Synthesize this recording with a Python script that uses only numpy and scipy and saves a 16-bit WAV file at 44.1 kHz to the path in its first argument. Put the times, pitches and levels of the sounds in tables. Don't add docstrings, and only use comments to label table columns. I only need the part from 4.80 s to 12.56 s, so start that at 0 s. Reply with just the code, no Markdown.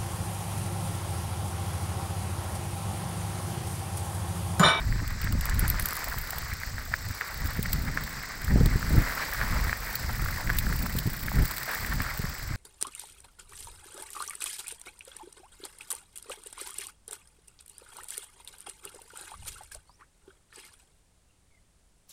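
import sys
import numpy as np
from scipy import signal
from scipy.fft import rfft, irfft, next_fast_len
from scipy.io import wavfile
from scipy.ndimage import uniform_filter1d, map_coordinates

SR = 44100
rng = np.random.default_rng(int(sys.argv[2]) if len(sys.argv) > 2 else 0)


def unload_audio(sound):
    columns = np.transpose(np.atleast_2d(sound))
    steps = np.round(np.clip(columns, -1, 1) * 32767)
    wavfile.write(sys.argv[1], SR, steps.astype(np.int16))


N = 342216


def amp(db):
    return 10 ** (np.asarray(db) / 20)


def unit(x):
    return x / np.sqrt(np.mean(x ** 2) + 1e-20)


def curves(rows):
    seconds, *columns = np.transpose(rows)
    t = np.arange(N) / SR
    return [np.interp(t, seconds, column) for column in columns]


def wobble(rate):
    knots = rng.standard_normal(int(N * rate / SR) + 4)
    return map_coordinates(knots, [np.arange(N) * rate / SR])


def filtered(x, response):
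    size = next_fast_len(N + SR // 2)
    hz = np.fft.rfftfreq(size, 1 / SR)
    return irfft(rfft(x, size) * response(hz), size)[:N]


def colour(points):
    f, db = np.transpose(points)
    return lambda hz: amp(np.interp(np.log(hz + 1), np.log(f + 1), db))


def resonances(modes):
    def response(f):
        total = 0
        for k, (centre, width, db) in enumerate(modes):
            damping = 1j * f * width
            total = total + (-1) ** k * amp(db) * damping / (centre ** 2 - f ** 2 + damping)
        return total
    return response


# centre in Hz, width in Hz, gain in dB.
PORT_MODES = [(2130, 1030, -5.5), (4434, 1505, -1.5), (7804, 694, -4), (15980, 1450, 4.5)]


def through_port(x, points):
    return filtered(x, lambda hz: colour(points)(hz) * resonances(PORT_MODES)(hz))


def envelope(times, dbs, rise, t60):
    starts = np.bincount((np.asarray(times) * SR).astype(int), amp(dbs), N)[:N]
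    t = np.arange(SR // 20) / SR
    swell = (1 - np.exp(-t / rise)) * amp(-60 * t / t60)
    return np.abs(signal.fftconvolve(starts, swell)[:N])


def wavelet(hz, cycles, phase, size):
    u = np.arange(size) / SR * np.asarray(hz)[..., None] / cycles
    return np.sin(2 * np.pi * cycles * u + phase) * (u * np.exp(1 - u)) ** 2


def placed(times, rows):
    at = (np.asarray(times)[:, None] * SR).astype(int) + np.arange(rows.shape[1])
    return np.bincount(at.ravel(), rows.ravel(), N)[:N]


def steady(points, seconds):
    x = filtered(rng.standard_normal(N), colour(points))
    power = np.abs(uniform_filter1d(x ** 2, int(seconds * SR)) + 1e-9)
    return unit(x / power ** 0.34)


def patchy(depth_db):
    z = signal.stft(rng.standard_normal(N), nperseg=256)[2]
    field = uniform_filter1d(rng.standard_normal(z.shape), size=5, axis=0)
    field = uniform_filter1d(field, size=4, axis=1)
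    return signal.istft(z * amp(depth_db * unit(field)), nperseg=256)[1][:N]


# start in seconds, level in dB.
PEEPS = [(2.35, -50), (4.765, -52), (4.865, -48)]


def peeps():
    s, db = np.transpose(PEEPS)
    tones = wavelet(np.full(len(s), 11050), 80, 0, size=SR // 20)
    return placed(s, amp(db)[:, None] * tones)


# time in seconds, level in dB.
BREEZE = [(0, -36), (.4, -34), (.6, -31.5), (1.17, -43.5), (1.42, -35), (1.68, -38.5), (1.74, -34),
          (2.33, -37.5), (2.4, -55), (2.62, -35.5), (3.2, -33), (3.5, -44), (4.04, -31), (4.36, -46),
          (4.73, -27), (5.2, -42), (5.28, -32), (6.28, -35), (6.45, -32.5), (6.88, -48), (7.76, -35.5)]
# start in seconds, length of the body in seconds, peak level in dB.
GUSTS = [(0.048, .13, -24.5), (0.438, .11, -21.5), (0.738, 0.29, -27), (3.67, .17, -18.5),
         (3.9, 0.054, -26.5), (4.09, 0.094, -21.5), (4.228, 0.03, -38), (6.52, .1, -22.5),
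         (6.998, 0.31, -33), (7.38, 0.11, -36)]
GUST_RISE_S, GUST_FALL_S = 0.026, 0.032
GUST_ONSET, GUST_PEAK_AT, GUST_END = 0.48, 0.66, 0.51


def wind_db():
    breeze_db, = curves(BREEZE)
    t = np.arange(N) / SR
    gusts = np.zeros(N)
    for start, body, db in GUSTS:
        spans = [0, GUST_RISE_S, GUST_PEAK_AT * body, (1 - GUST_PEAK_AT) * body, GUST_FALL_S]
        shape = np.interp(t, start + np.cumsum(spans), [0, GUST_ONSET, 1, GUST_END, 0])
        gusts += amp(db) * shape
    return 20 * np.log10(amp(breeze_db) + gusts)


# time in seconds, level over the buffet in a middling wind in dB.
EDDY_BALANCE = [(0, -13), (2.3, -14.5), (3, -6.5), (4.2, -7), (5.2, -15.5), (6.2, -4.5), (6.6, -9),
                (7.76, -12.5)]
# frequency in Hz, gain in dB.
BUFFET_COLOUR = [(8.8, -52), (15, 5), (45, 8), (128, -2.5), (268, -28), (300, -47), (390, -74), (660, -120)]
# frequency in Hz, gain in dB.
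EDDY_COLOUR = [(60, -37), (130, 8), (250, -1), (450, -18.5), (900, -20), (2000, -94)]
# frequency in Hz, gain in dB.
ROAR_COLOUR = [(200, 0), (400, 8), (800, -12), (1500, -38)]
MIDDLING_DB = -35
EDDY_GROWS, ROAR_GROWS = 0.87, 1.96
ROAR_DB = -18


def wind():
    eddy_db, = curves(EDDY_BALANCE)
    buffet_db = wind_db() + 2.37 * wobble(8)
    sharp_db = MIDDLING_DB + eddy_db + EDDY_GROWS * (buffet_db - MIDDLING_DB)
    roar_db = sharp_db + ROAR_DB + (ROAR_GROWS - 1) * (sharp_db - MIDDLING_DB)
    lumps = wobble(18)
    flutter = amp(2 * lumps + 3 * wobble(45))
    buffet = unit(amp(2.7 * lumps) * steady(BUFFET_COLOUR, 0.0635))
    eddies = unit(flutter * steady(EDDY_COLOUR, 0.031))
    roar = unit(flutter * steady(ROAR_COLOUR, 0.022))
    return amp(buffet_db) * buffet + amp(sharp_db) * eddies + amp(roar_db) * roar


# start in seconds, level in dB, pitch in Hz.
THUMPS = [(0.156, -27, 122), (0.44, -25, 105), (0.549, -23, 196), (0.824, -21, 148), (1.025, -30, 90),
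          (1.72, -25, 70), (2.301, -26.5, 90), (2.65, -22.5, 102), (2.79, -18.5, 160), (3.639, -26, 91.5),
          (3.757, -12.5, 215), (3.808, -11, 170), (3.857, -13.5, 143), (3.954, -17, 141), (4.105, -23, 223),
          (4.178, -11, 114), (5.42, -24, 118), (6.15, -21.5, 180), (6.255, -18.5, 110), (6.271, -17.5, 135),
          (6.588, -19.5, 151), (7.2, -22, 99), (7.393, -21.5, 145), (7.439, -23, 149), (7.707, -23, 104)]
EDGE_PITCH, EDGE_DB = 2.716, -14


def thumps():
    s, db, hz = np.transpose(THUMPS)
    phase = 2 * np.pi * rng.random((len(s), 2))
    body = wavelet(hz, 0.6, phase[:, :1], size=SR // 10)
    edge = wavelet(EDGE_PITCH * hz, 1.6, phase[:, 1:], size=SR // 10)
    return placed(s, amp(db)[:, None] * (body + amp(EDGE_DB) * edge))


# time in seconds, ratchet teeth per second.
RATCHET_SPEED = [(1.3, 36.76), (1.8, 31.45), (2.6, 30.67), (3.2, 32.49), (4.3, 30.48), (5.8, 31.82),
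                 (6.1, 28.44), (6.9, 34.85), (7.7, 20.22)]
# time in seconds, tick level in dB.
TICK_LEVEL = [(1.3, -31.5), (1.9, -38.5), (2.8, -33.5), (3.5, -37), (5.6, -33), (6.1, -29), (7.7, -33.5)]
# frequency in Hz, gain in dB.
TICK_COLOUR = [(3000, -8), (7000, -8.5), (8500, 1.5), (10300, 0.5), (12500, 0.5), (15300, -1), (16000, -12)]
FIRST_DROP_S = 1.301


def freewheel():
    speed, = curves(RATCHET_SPEED)
    passed = np.cumsum(speed[int(FIRST_DROP_S * SR):]) / SR
    drops = FIRST_DROP_S + np.searchsorted(passed, np.arange(int(passed[-1]))) / SR
    chance = rng.standard_normal((len(drops), 4))
    db = np.interp(drops, *np.transpose(TICK_LEVEL)) + 2 * chance[:, 0]
    first = envelope(drops + 0.0023 * chance[:, 1], db, rise=0.0018, t60=0.037)
    second_s = drops + 0.011 + 0.0045 * chance[:, 2]
    second = envelope(second_s, db + 1.5 + 3 * chance[:, 3], rise=0.00046, t60=0.0047)
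    return (first + second) * unit(through_port(patchy(2.5), TICK_COLOUR))


# frequency in Hz, gain in dB.
BODY_COLOUR = [(600, -22), (2000, -2.5), (5000, -0.5), (9000, 8.5), (12000, -23)]


def bursts(s, db, bright, body_db, rise, t60):
    body = unit(through_port(rng.standard_normal(N), BODY_COLOUR))
    dull_db = db + rng.normal(body_db, 4, len(s))
    return (envelope(s, db, rise=rise, t60=t60) * bright
            + envelope(s, dull_db, rise=0.00051, t60=t60) * body)


# start in seconds, level in dB.
SLAPS = [(0.609, -24), (0.6542, -19), (0.6957, -25.5), (0.7417, -33), (0.7935, -14), (0.879, -16.5),
         (0.9, -15.5), (0.996, -16), (1.0231, -23), (1.057, -15), (1.086, -21.5), (1.107, -24),
         (1.1308, -23), (1.1535, -25.5), (1.1667, -25), (1.191, -24)]
# centre in Hz, width in Hz, gain in dB.
CHAIN_MODES = [(10260, 200, 1.5), (13840, 180, 7)]
REBOUND_S, REBOUND_DB = .011, -16


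def chain():
    s, db = np.transpose(SLAPS)
    ring = unit(filtered(rng.standard_normal(N), resonances(CHAIN_MODES)))
    s, db = np.r_[s, s + REBOUND_S], np.r_[db, db + REBOUND_DB]
    return bursts(s, db, ring, body_db=-9, rise=0.00094, t60=0.016)


# start in seconds, level in dB.
CLICKS = [(0.2773, -28), (0.3047, -33), (0.4153, -25), (0.443, -27), (1.242, -25.5), (1.284, -25.5),
          (1.5054, -22), (1.583, -25), (1.735, -28), (2.828, -21.5), (3.2363, -27.5), (4.5343, -24),
          (5.153, -23.5), (5.7688, -33), (5.7856, -11.5), (6.026, -27), (6.188, -21), (6.6537, -21),
          (6.71, -24.5), (6.7645, -26), (6.781, -20.5), (6.8309, -23), (6.9478, -23), (7.0264, -39),
          (7.1337, -34), (7.1547, -31), (7.218, -24.5)]
STRAY_DB, STRAY_SPREAD_DB = -34, 10


def bright_clicks(count=20):
    s, db = np.transpose(CLICKS)
    s = np.r_[s, rng.uniform(0, N / SR, count)]
    db = np.r_[db, rng.normal(STRAY_DB, STRAY_SPREAD_DB, count)]
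    bright = unit(through_port(patchy(2.5), TICK_COLOUR))
    return bursts(s, db, bright, body_db=-14, rise=0.0006, t60=0.019)


SMALL_POP_DB, SMALL_POP_HZ = -30.5, 1710


def small_pops(count):
    chance = rng.standard_normal((count, 2))
    s = rng.uniform(.01, N / SR, count)
    return np.c_[s, SMALL_POP_DB + 3 * chance[:, 0], SMALL_POP_HZ * np.exp(.15 * chance[:, 1])]


# start in seconds, level in dB, pitch in Hz.
POPS = [(0.125, -24, 1880), (0.473, -20, 1780), (0.69, -21, 1590), (0.986, -22, 1920), (0.996, -21, 1890),
        (1.126, -21, 1280), (1.242, -30, 1870), (1.342, -25, 1100), (1.834, -20.5, 1830),
        (1.982, -23.5, 1740), (2.139, -10.5, 1710), (2.411, -15.5, 1820), (2.418, -22, 1500),
        (2.858, -19, 1830), (3.174, -14, 1640), (3.277, -25, 1700), (3.68, -23, 1600), (4.028, -20.5, 1460),
        (4.296, -21.5, 1660), (4.614, -14.5, 1690), (4.895, -16.5, 1850), (4.929, -14, 1640),
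        (5.461, -21, 1440), (5.674, -22, 1840), (5.695, -17, 1600), (5.701, -12, 1610),
        (5.867, -20.5, 1640), (5.926, -20, 1620), (6.063, -21, 1400), (6.483, -19, 1650),
        (6.517, -22.5, 880), (7.048, -22, 1900), (7.203, -19, 1540), (7.265, -25, 1430)]
# frequency in Hz, gain in dB.
CRUNCH_COLOUR = [(150, 5), (500, 12), (1100, 2), (2000, -6), (2800, -23), (6000, -25), (16000, -56)]
POP_S = 0.00075


def stones():
    s, db, hz = np.r_[POPS, small_pops(count=30)].T
    phase = 2 * np.pi * rng.random((len(s), 2))
    pop = wavelet(hz, POP_S * hz[:, None], phase[:, :1], size=800)
    knock = amp(-19.5) * wavelet(0.605 * hz, 0.7, phase[:, 1:], size=800)
    settling = envelope(s - .003, db - 8.0, rise=0.0051, t60=0.033)
    gravel = unit(through_port(rng.standard_normal(N), CRUNCH_COLOUR))
    return placed(s, amp(db)[:, None] * (pop + knock)) + settling * gravel


def grains(rate, spread_db, noise_db):
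    size_db = spread_db * np.minimum(rng.exponential(size=N), 3.5)
    clicks = (rng.random(N) < rate / SR) * rng.standard_normal(N) * amp(size_db)
    return unit(clicks) + amp(noise_db) * patchy(1.95)


def pebbles(count, centre_hz, spread_db):
    chance = rng.random((count, 2))
    hz = centre_hz * np.exp(0.29 * rng.standard_normal(count))
    size_db = spread_db * np.minimum(rng.exponential(size=count), 3)
    rows = amp(size_db)[:, None] * wavelet(hz, 1.24, 2 * np.pi * chance[:, :1], size=260)
    return unit(placed(chance[:, 1] * N / SR, rows))


# time in seconds, crunch in dB, fine grit in dB.
ROLLING = [(0.0, -44.5, -48.5), (0.34, -44.5, -55), (0.73, -39.5, -52), (1.1, -37.5, -44.5),
           (1.92, -45, -53.5), (2.48, -42, -50), (3.72, -42.5, -54), (4.28, -35.5, -42.5),
           (4.88, -37, -45.5), (5.25, -39.5, -45.5), (6.46, -44, -48.5), (6.94, -36.5, -45),
           (7.76, -43.5, -51.5)]
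# frequency in Hz, gain in dB.
HISS_COLOUR = [(1500, 10), (3200, -10), (5000, 5), (8200, 2), (9500, -9.5), (16000, -39)]
# frequency in Hz, gain in dB.
GRIT_COLOUR = [(6000, -36), (9500, 5.5), (12000, 3), (14000, 2.5), (15400, -8), (16000, -3)]


def tyres():
    crunch_db, grit_db = curves(ROLLING)
    hiss_db = -30.5 + 0.36 * crunch_db
    clumps = wobble(14)
    hiss_flicker_db = .6 * clumps + .7 * wobble(9)
    slip_noise = filtered(patchy(2.04), resonances([(1316, 2600, 0)]))
    slips = pebbles(count=6500, centre_hz=1570, spread_db=6.0) + amp(11.0) * slip_noise
    crunch = unit(through_port(slips, CRUNCH_COLOUR))
    hiss = unit(through_port(grains(1500, spread_db=0.5, noise_db=4.0), HISS_COLOUR))
    sprays = envelope(rng.uniform(0, N / SR, 600), rng.normal(0, 2.9, 600), rise=0.0012, t60=0.011)
    grit = unit((0.36 + sprays) * through_port(patchy(3.7), GRIT_COLOUR))
    tread = unit(filtered(rng.standard_normal(N), resonances([(196, 730, 0)])))
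    return (amp(crunch_db + clumps + 2.48 * wobble(50)) * crunch
            + amp(hiss_db + hiss_flicker_db) * hiss
            + amp(grit_db + 0.93 * wobble(16)) * grit
            + amp(crunch_db - 10.5 + 0.4 * clumps) * tread)


def scene():
    air = peeps() + wind() + thumps()
    bike = freewheel() + chain() + bright_clicks()
    return (air + bike + stones() + tyres())[None]


TOP_HZ = 15820


def record(dry):
    return filtered(dry[0], lambda hz: hz < TOP_HZ)[None]


dry = scene()
out = record(dry)
unload_audio(out)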